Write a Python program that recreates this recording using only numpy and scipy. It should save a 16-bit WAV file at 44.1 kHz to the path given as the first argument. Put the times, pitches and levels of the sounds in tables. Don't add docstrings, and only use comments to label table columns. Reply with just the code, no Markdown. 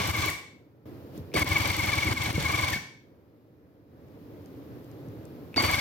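import sys
import numpy as np
from scipy import signal
from scipy.fft import rfft, irfft, next_fast_len
from scipy.io import wavfile
from scipy.ndimage import map_coordinates

SR = 44100
rng = np.random.default_rng(int(sys.argv[2]) if len(sys.argv) > 2 else 0)


def voltage_ratio(level):
    return 10 ** (np.asarray(level, float) / 20)


def wrap_up_sound(samples):
    columns = np.atleast_2d(samples).T
    tamed = np.clip(columns, -1, 1)
    steps = np.round(tamed * 32767).astype(np.int16)
    wavfile.write(sys.argv[1], SR, steps)


N = 255853
T = np.arange(N) / SR
SCENE_CHANGE_S = .856


def unit(x):
    return x / np.sqrt(np.mean(x ** 2) + 1e-20)


def along(points, hz, axis=1):
    rows = np.transpose(points)
    return np.interp(np.log(hz + 1), np.log(rows[0] + 1), rows[axis])


def wobble(rate):
    knots = rng.standard_normal(int(N * rate / SR) + 4)
    return map_coordinates(knots, [T * rate])


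def filtered(x, response):
    m = next_fast_len(N + SR // 2)
    spectrum = rfft(x, m) * response(np.fft.rfftfreq(m, 1 / SR))
    return irfft(spectrum, m)[..., :N]


def hiss(response):
    return unit(filtered(rng.standard_normal((2, N)), response))


def heard(two, pair):
    def ear(sign, hz):
        blend = np.arccos(np.clip(along(pair, hz), 0, 1)) / 2
        balance = voltage_ratio(sign * along(pair, hz, axis=2) / 2)
        lead = np.exp(.5j * sign * along(pair, hz, axis=3))
        return balance * lead * np.array([np.cos(blend), sign * np.sin(blend)])
    return np.array([filtered(two, lambda hz: ear(sign, hz)).sum(0) for sign in (1, -1)])


# (power on [s], power off [s], start surge [dB], controller kick [dB], gain control depth [dB])
BURSTS = [
    (-.07, .302, 4, 2, 16.5),
    (1.339, 2.765, 5.5, 15, 12),
    (5.562, 6.5, 6, 28, 10),
]
CLAMP_S, HOLD_S, RECOVER_S = 0.57, 1.096, 0.27


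def gain_control():
    gain_db = 0
    for on, off, *_, depth_db in BURSTS:
        closing = (T > on) * (1 - np.exp(-np.abs(T - on) / CLAMP_S))
        shut = closing * np.exp(-np.clip(T - off - HOLD_S, 0, None) / RECOVER_S)
        gain_db = gain_db - depth_db * shut * ((on > 0) | (T < SCENE_CHANGE_S))
    return gain_db


# (frequency [Hz], density [dB per Hz])
HUM_COLOUR = [(32, -41.5), (55, -14), (108, -1), (188, -9.5), (251, -7.5), (285, -2), (392, -11), (432, -8),
              (557, -13.5), (708, -21.5), (2500, -36.5), (3250, -72.5), (5500, -120)]
# (frequency [Hz], density [dB per Hz])
HISS_COLOUR = [(1180, -34.5), (2000, -6.5), (2220, -11.5), (2740, -3.5), (4940, -7.5), (9250, -22.5),
               (10600, -12.5), (12700, -6.5), (15200, -6.5), (16000, -14)]
# (frequency [Hz], likeness [0-1], left over right [dB], left lead [rad])
TONE_PAIR = [(90, 0.77, -1.5, 0), (300, 0.89, -0.3, .25), (600, 1, -2, 1.1), (1060, 0.14, 3.5, 0.96),
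             (1600, .1, -2.5, 0.35), (7920, .03, 7.5, 0.06), (13500, .01, -1, 0.19)]
HUM_DB, HISS_DB, HISS_DEPTH = -44.5, -65, 1.19
RUSTLE_S, RUSTLE_DB, RUSTLE_HALF_S = 1.172, 8, 0.034


def room_tone():
    gain_db = gain_control()
    rustle_db = RUSTLE_DB * np.exp(-((T - RUSTLE_S) / RUSTLE_HALF_S) ** 2)
    hum_db = HUM_DB + gain_db + .4 * rustle_db + 0.71 * wobble(12)
    hum = hiss(lambda f: voltage_ratio(along(HUM_COLOUR, f))) * voltage_ratio(hum_db)
    air_db = HISS_DB + HISS_DEPTH * gain_db + rustle_db
    air = hiss(lambda f: voltage_ratio(along(HISS_COLOUR, f))) * voltage_ratio(air_db)
    return heard(hum + air, TONE_PAIR)


# (frequency [Hz], time to fall 60 dB [s])
SHOP_DECAY = [(100, 0.24), (500, 0.45), (1100, 0.55), (2200, 0.57), (3500, 0.65), (6000, 0.56),
              (14000, 0.29)]


def shop(x):
    _, t, z = signal.stft(noise := rng.standard_normal((2, SR * 3 // 4)), SR, nperseg=256)
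    hz = np.fft.rfftfreq(256, 1 / SR)
    fade_db = -60 * t * (0.74 + 1.1 * t) / along(SHOP_DECAY, hz)[:, None]
    tail = signal.istft(z * voltage_ratio(fade_db), SR, nperseg=256)[1]
    tail = tail / np.linalg.norm(tail[0])
    delayed = np.pad(x, (300, 0))[None]
    return signal.fftconvolve(delayed, tail, axes=1)[:, :N]


# (time [s], peak [dB])
TICKS = [
    (1.177, -51),
    (4.0844, -76),
    (4.4593, -58),
    (4.8444, -63),
    (4.9142, -59.5),
    (5.0855, -62),
    (5.253, -53.5),
]


def ticks():
    gate = sum((T > s) * voltage_ratio(db + 3.5 - 60 * np.abs(T - s) / 0.014) for s, db in TICKS)
    colour = [(2500, -28), (5000, -2.5), (7000, -2.5), (12000, -13), (16000, -17.5)]  # (Hz, dB per Hz)
    return gate * hiss(lambda f: voltage_ratio(along(colour, f))) * voltage_ratio([[2.2], [-2.2]])


# (time [s], peak [dB], pitch [Hz])
THUDS = [(0.261, -27.5, 300), (1.177, -36, 142), (1.194, -34, 85), (1.342, -22.5, 380), (1.348, -24.5, 125),
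         (1.362, -15.5, 501), (1.444, -27, 237), (2.086, -25, 200), (2.137, -27.5, 226),
         (2.277, -25.5, 113), (2.328, -31.5, 218), (2.361, -33.5, 181), (2.379, -20.5, 105.1),
         (2.38, -22, 419), (2.76, -28.5, 130), (5.078, -33, 104), (5.5687, -20, 226), (5.579, -14, 600)]
# (pitch [Hz], time to fall 60 dB [s], hits [(time [s], peak [dB])])
RINGS = [
    (300, .18, [(1.352, -23), (5.628, -27)]),
    (2211.7, 0.19, [(.303, -33), (1.354, -24), (2.738, -26), (5.546, -50.5), (5.579, -22)]),
    (1086, 0.092, [(5.578, -22), (5.603, -27.5)]),
    (2025, 0.097, [(1.371, -28)]),
    (2480, 0.011, [(1.318, -45), (1.33, -42), (5.531, -48), (5.543, -29)]),
    (3760, .012, [(1.343, -32), (5.561, -27.5)]),
    (5400, .012, [(1.341, -28), (5.562, -32)]),
]
# (time [s], peak [dB])
CRACKS = [(.112, -40), (.288, -36.5), (.302, -33), (1.344, -33.5), (1.352, -36), (1.383, -34),
          (1.362, -32.5), (1.37, -29.5), (1.445, -34.5), (2.137, -36), (2.328, -38.5), (5.546, -61.5),
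          (5.577, -40.5)]
THUD_CYCLES = 12
LOOSE = .018


def knocks():
    out, shake = np.zeros((2, N)), wobble(250)
    rings = [(s, db, hz, THUD_CYCLES / hz) for s, db, hz in THUDS]
    rings += [(s, db, hz, t60) for hz, t60, hits in RINGS for s, db in hits]
    for s, db, hz, t60 in rings:
        near = slice(round(s * SR), round(s * SR) + SR // 5)
        t = T[near] - s
        sag = 1 - np.exp(-t / .004) if hz < 1000 else 0
        cycles = hz * (t + LOOSE * np.cumsum(shake[near]) / SR) + 0.74 * sag
        out[0, near] += voltage_ratio(db - 60 * t / t60) * np.sin(2 * np.pi * cycles)
    gate = sum((T > s) * voltage_ratio(db - 60 * np.abs(T - s) / 0.012) for s, db in CRACKS)
    return out + gate * rng.standard_normal((2, N))


# (time [s], depth [dB], recovery [s])
DUCKS = [
    (.113, -5.5, 0.059),
    (1.433, -13.5, 0.038),
    (2.133, -8.5, 0.054),
    (2.312, -8, 0.079),
]


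def ducking():
    gain_db = 0
    for s, db, back in DUCKS:
        drop = np.clip((T - s) / .006 + .5, 0, 1)
        gain_db = gain_db + db * drop * np.exp(-(np.abs(T - s) / back) ** 2)
    return voltage_ratio(gain_db)


RATTLE_DB, BODY_DB, DRIVE_DB, LOW_GEARS_DB = -38.5, -36, -51.5, -1
RISE_S, SURGE_S, KICK_S = .018, .1, .035
STRAIN_S, STRAIN_SHARE = .6, .5
LOW_SHARE, LOW_S, BODY_SURGE_SHARE, BODY_LAG_S = 1.6, .09, 1.2, .006
EASE_S, EASE_DB, FLARE_S, FLARE_DB = 0.2, 3.5, .04, -3
RATTLE_FALL, BODY_FALL, DRIVE_FALL = 1050, 540, 700


def power():
    levels = np.full((4, N), -150.)
    for on, off, surge_db, kick_db, _ in BURSTS:
        since, left, after = np.abs(T - on), np.clip(off - T, 0, None), np.clip(T - off, 0, None)
        surge = surge_db * (np.exp(-since / SURGE_S) - 1.3 * np.exp(-since / RISE_S))
        kick = kick_db * np.exp(-(since / KICK_S) ** 1.2) * (1 - np.exp(-since / 0.004))
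        strain = STRAIN_SHARE * kick_db * np.exp(-since / STRAIN_S)
        lag_db = -25 * np.exp(-since / BODY_LAG_S)
        flare = np.exp(-left / FLARE_S)
        ease_db = EASE_DB * np.exp(-left / EASE_S)
        rattle = RATTLE_DB + surge + FLARE_DB * flare - RATTLE_FALL * after
        body = BODY_DB + BODY_SURGE_SHARE * surge + lag_db - ease_db - BODY_FALL * after
        drive = DRIVE_DB + kick + lag_db + strain - 7 * flare - DRIVE_FALL * after
        low_gears = LOW_GEARS_DB + LOW_SHARE * surge_db * np.exp(-since / LOW_S) + lag_db
        levels = np.where((T > on) & (after < .045), [rattle, body, drive, low_gears], levels)
    return levels


# (frequency [Hz], width [Hz], level [dB])
HOUSING = [(291.7, 230, -9), (573, 30.5, 3), (830, 170, -4), (1580, 31, -13.5), (2140, 170, -6.5),
           (3050, 100, -8.5), (3500, 210, -25.5), (4560, 110, -11), (5810, 83, -18.5)]
# (frequency [Hz], density [dB per Hz])
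BODY = [(30, -36), (90, 5), (250, -9), (700, -20.5), (1800, -10), (4000, -24), (7000, -41.5)]
# (frequency [Hz], density [dB per Hz])
RATTLE = [(2060, -7.5), (3500, 2.5), (3750, -3), (4530, 0), (4950, -6.5), (5690, -4), (6210, -9.5),
          (7850, -15.5), (9480, -21.5), (11700, -16.5), (13700, -18), (15800, -19)]


def motor(angle, rattle_db, body_db, drive_db):
    def ring(f):
        total = 0
        for k, (centre, width, db) in enumerate(HOUSING):
            damping = 1j * f * width
            total = total + (-1) ** k * voltage_ratio(db) * damping / (centre ** 2 - f * f + damping)
        return total
    swing = np.cos(4 * np.pi * (angle - .3))
    body = hiss(lambda f: ring(f) + voltage_ratio(along(BODY, f)))
    body = body * voltage_ratio(body_db + 2.5 * swing + 2 * wobble(45))
    rattle = hiss(lambda f: voltage_ratio(along(RATTLE, f)))
    rattle = rattle * voltage_ratio(rattle_db + 1.5 * swing + 2.4 * wobble(150))
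    drive = voltage_ratio(drive_db + 1.2 * wobble(40)) * np.sin(2 * np.pi * 4570 * T + .4 * wobble(30))
    return body + rattle + drive * [[1], [0]]


# (snip [s], thump [dB], whine on the down stroke [dB], whine on the up stroke [dB])
TURNS = [
    [(0.0741, -26.5, -33.5, -24), (0.1659, -27, -28, -25.5), (0.2587, -28, -30, -38.5)],
    [(1.395, -25, -26.5, -29.5), (1.4898, -24.5, -28, -24.5), (1.5821, -26, -31.5, -29),
     (1.6751, -27.5, -28, -34.5), (1.7667, -26, -26.5, -29.5), (1.86, -25.5, -30, -26.5),
     (1.9537, -27.5, -31.5, -29), (2.0465, -23, -28.5, -29.5), (2.1404, -25, -26, -29.5),
     (2.2371, -26, -30, -36.5), (2.3281, -19.5, -25.5, -41), (2.4272, -26.5, -25.5, -27.5),
     (2.5195, -26, -29, -28.5), (2.6112, -28.5, -25.5, -29), (2.7035, -29, -33.5, -38)],
    [(5.6229, -25, -27, -26), (5.7137, -26.5, -24.5, -27.5)],
]
TURN_S = .0925
SNIP_DB, SNIP_SCATTER_DB, FRESH_DB, FRESH_S = -33.5, 1, 6.5, 0.33


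def crank():
    rows = []
    for burst, (on, *_) in zip(TURNS, BURSTS):
        rows.append((burst[0][0] - TURN_S, -90, burst[0][1] - 4, -31, -31))
        for s, *rest in burst:
            fresh_db = FRESH_DB * np.exp((on - s) / FRESH_S)
            rows.append((s, SNIP_DB + fresh_db + SNIP_SCATTER_DB * rng.normal(), *rest))
    s = np.array([(row[0], row[0] + TURN_S * .999) for row in rows])
    joined = np.diff(s[:, 0]) < 1.5 * TURN_S
    s[:-1, 1] = np.where(joined, s[1:, 0] - 1e-4, s[:-1, 1])
    turns = np.arange(len(rows))[:, None] + [0, .999]
    return np.array(rows), np.interp(T, s.ravel(), turns.ravel())


# (multiple of the mesh pitch [ratio], level [dB], swing share [ratio])
MESH = [(.142, -18, 1.5), (.265, -18, 2), (0.351, -16, 2.2), (.485, -3, 2), (.72, -12, 1.5), (1, 1.5, 1),
        (1.35, -26, 1), (1.56, -19, .5), (1.801, -19.5, 1), (2.56, -22, 1)]
STARTS = [1.341, 5.563]
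# (time [s], share of speed lost [1/s])
STOPS = [(.288, 16), (2.706, 6.5)]


def gears(rows, angle, on, low_db):
    beat = 4 * np.pi * (angle - .33)
    swing = -.051 * (np.sin(beat) - .35 * np.sin(2 * beat)) + .011 * wobble(60)
    speed = 1 - sum(.8 * (T > s) * np.exp(-np.abs(T - s) / .005) for s in STARTS)
    speed -= sum(loss * np.clip(T - s, 0, .05) * (T < s + .2) for s, loss in STOPS)
    peaks = (np.arange(len(rows))[:, None] + [.31, .81]).ravel()
    load_db = np.interp(angle, peaks, rows[:, 3:].ravel())
    lines = 0
    for k, db, share in MESH:
        phase = 2 * np.pi * np.cumsum(k * 2225 * speed * (1 + share * swing)) / SR
        bite_db = (7 if k == 1 else 4) * (np.cos(beat + .2) - 1) + 3 * wobble(110)
        lines = lines + voltage_ratio(db + bite_db + (k < .9) * low_db) * np.sin(phase)
    return on * voltage_ratio(load_db) * lines


BLOW_AT = [.32, .13, .18, .73, .9]
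# (pitch [Hz], level [dB], half length [s])
BLOWS = [(81.5, 3, 0.0078), (162, -12.5, 0.009), (313, -11, 0.014), (98.6, -1.5, 0.0057), (66, -5.5, 0.005)]
# (frequency [Hz], density [dB per Hz])
SNIP = [(4000, -29.5), (7500, -4), (9500, -21.5), (11700, -3), (13500, -7), (15500, -9.5)]


def needle(rows, on):
    cloth, gate = np.zeros(N), np.zeros(N)
    for s, snip_db, thump_db, *_ in rows:
        near = slice(max(0, round((s - .03) * SR)), max(0, round((s + .13) * SR)))
        t = T[near] - s
        for share, (hz, db, half) in zip(BLOW_AT, BLOWS):
            u = t - share * TURN_S - rng.normal(0, .0005)
            swing = np.exp(-(u / half) ** 2) * np.cos(2 * np.pi * hz * u)
            cloth[near] -= voltage_ratio(thump_db + db + rng.normal(0, 1.6)) * swing
        for lag, db in ((0, -0.5), (.025, -7), (.041, -5)):
            gate[near] += (t > lag) * voltage_ratio(snip_db + db - 60 * np.abs(t - lag) / 0.018)
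    return on * (cloth * [[1], [0]] + gate * hiss(lambda f: voltage_ratio(along(SNIP, f))))


# (frequency [Hz], likeness [0-1], left over right [dB], left lead [rad])
GUN_PAIR = [(90, .99, 3.5, .45), (170, .97, 1, .3), (300, .88, -3.5, .2), (600, .5, -3, 1.8),
            (1050, .65, 0, 1.9), (1600, .6, 0, .5), (2200, .98, 4.3, .5), (3300, .4, 0, .5),
            (4570, .6, .5, 2.3), (5750, .1, 6.5, 0), (9000, .05, 18, 0), (13500, .1, 10, 0)]
WETTER_DB = 3


def scene():
    rows, angle = crank()
    *levels, low_db = power()
    on = np.clip((levels[0] + 62) / 14, 0, 1)
    whine = gears(rows, angle, on, low_db) * [[1], [0]]
    gun = heard(motor(angle, *levels) + needle(rows, on) + whine, GUN_PAIR)
    hits = heard(knocks(), GUN_PAIR)
    aside = lambda f: 1 - .12 * np.exp(-((f - 2230) / 200) ** 2)
    echo = heard(shop(filtered(gun[0] + hits[0], aside)), TONE_PAIR)
    echo = echo * voltage_ratio(-9.0 + WETTER_DB * (T < SCENE_CHANGE_S))
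    return ducking() * (gun + echo) + hits + room_tone() + ticks()


def top_cut(x):
    return signal.sosfilt(signal.butter(12, 16890, fs=SR, output="sos"), x)


def record(dry):
    def phone(hz):
        bass = voltage_ratio(-24.5) + 1 / (1 + (57 / (hz + 1)) ** 11)
        return (hz < 16050) * bass
    return top_cut(filtered(dry, phone))


dry = scene()
out = record(dry)
wrap_up_sound(out)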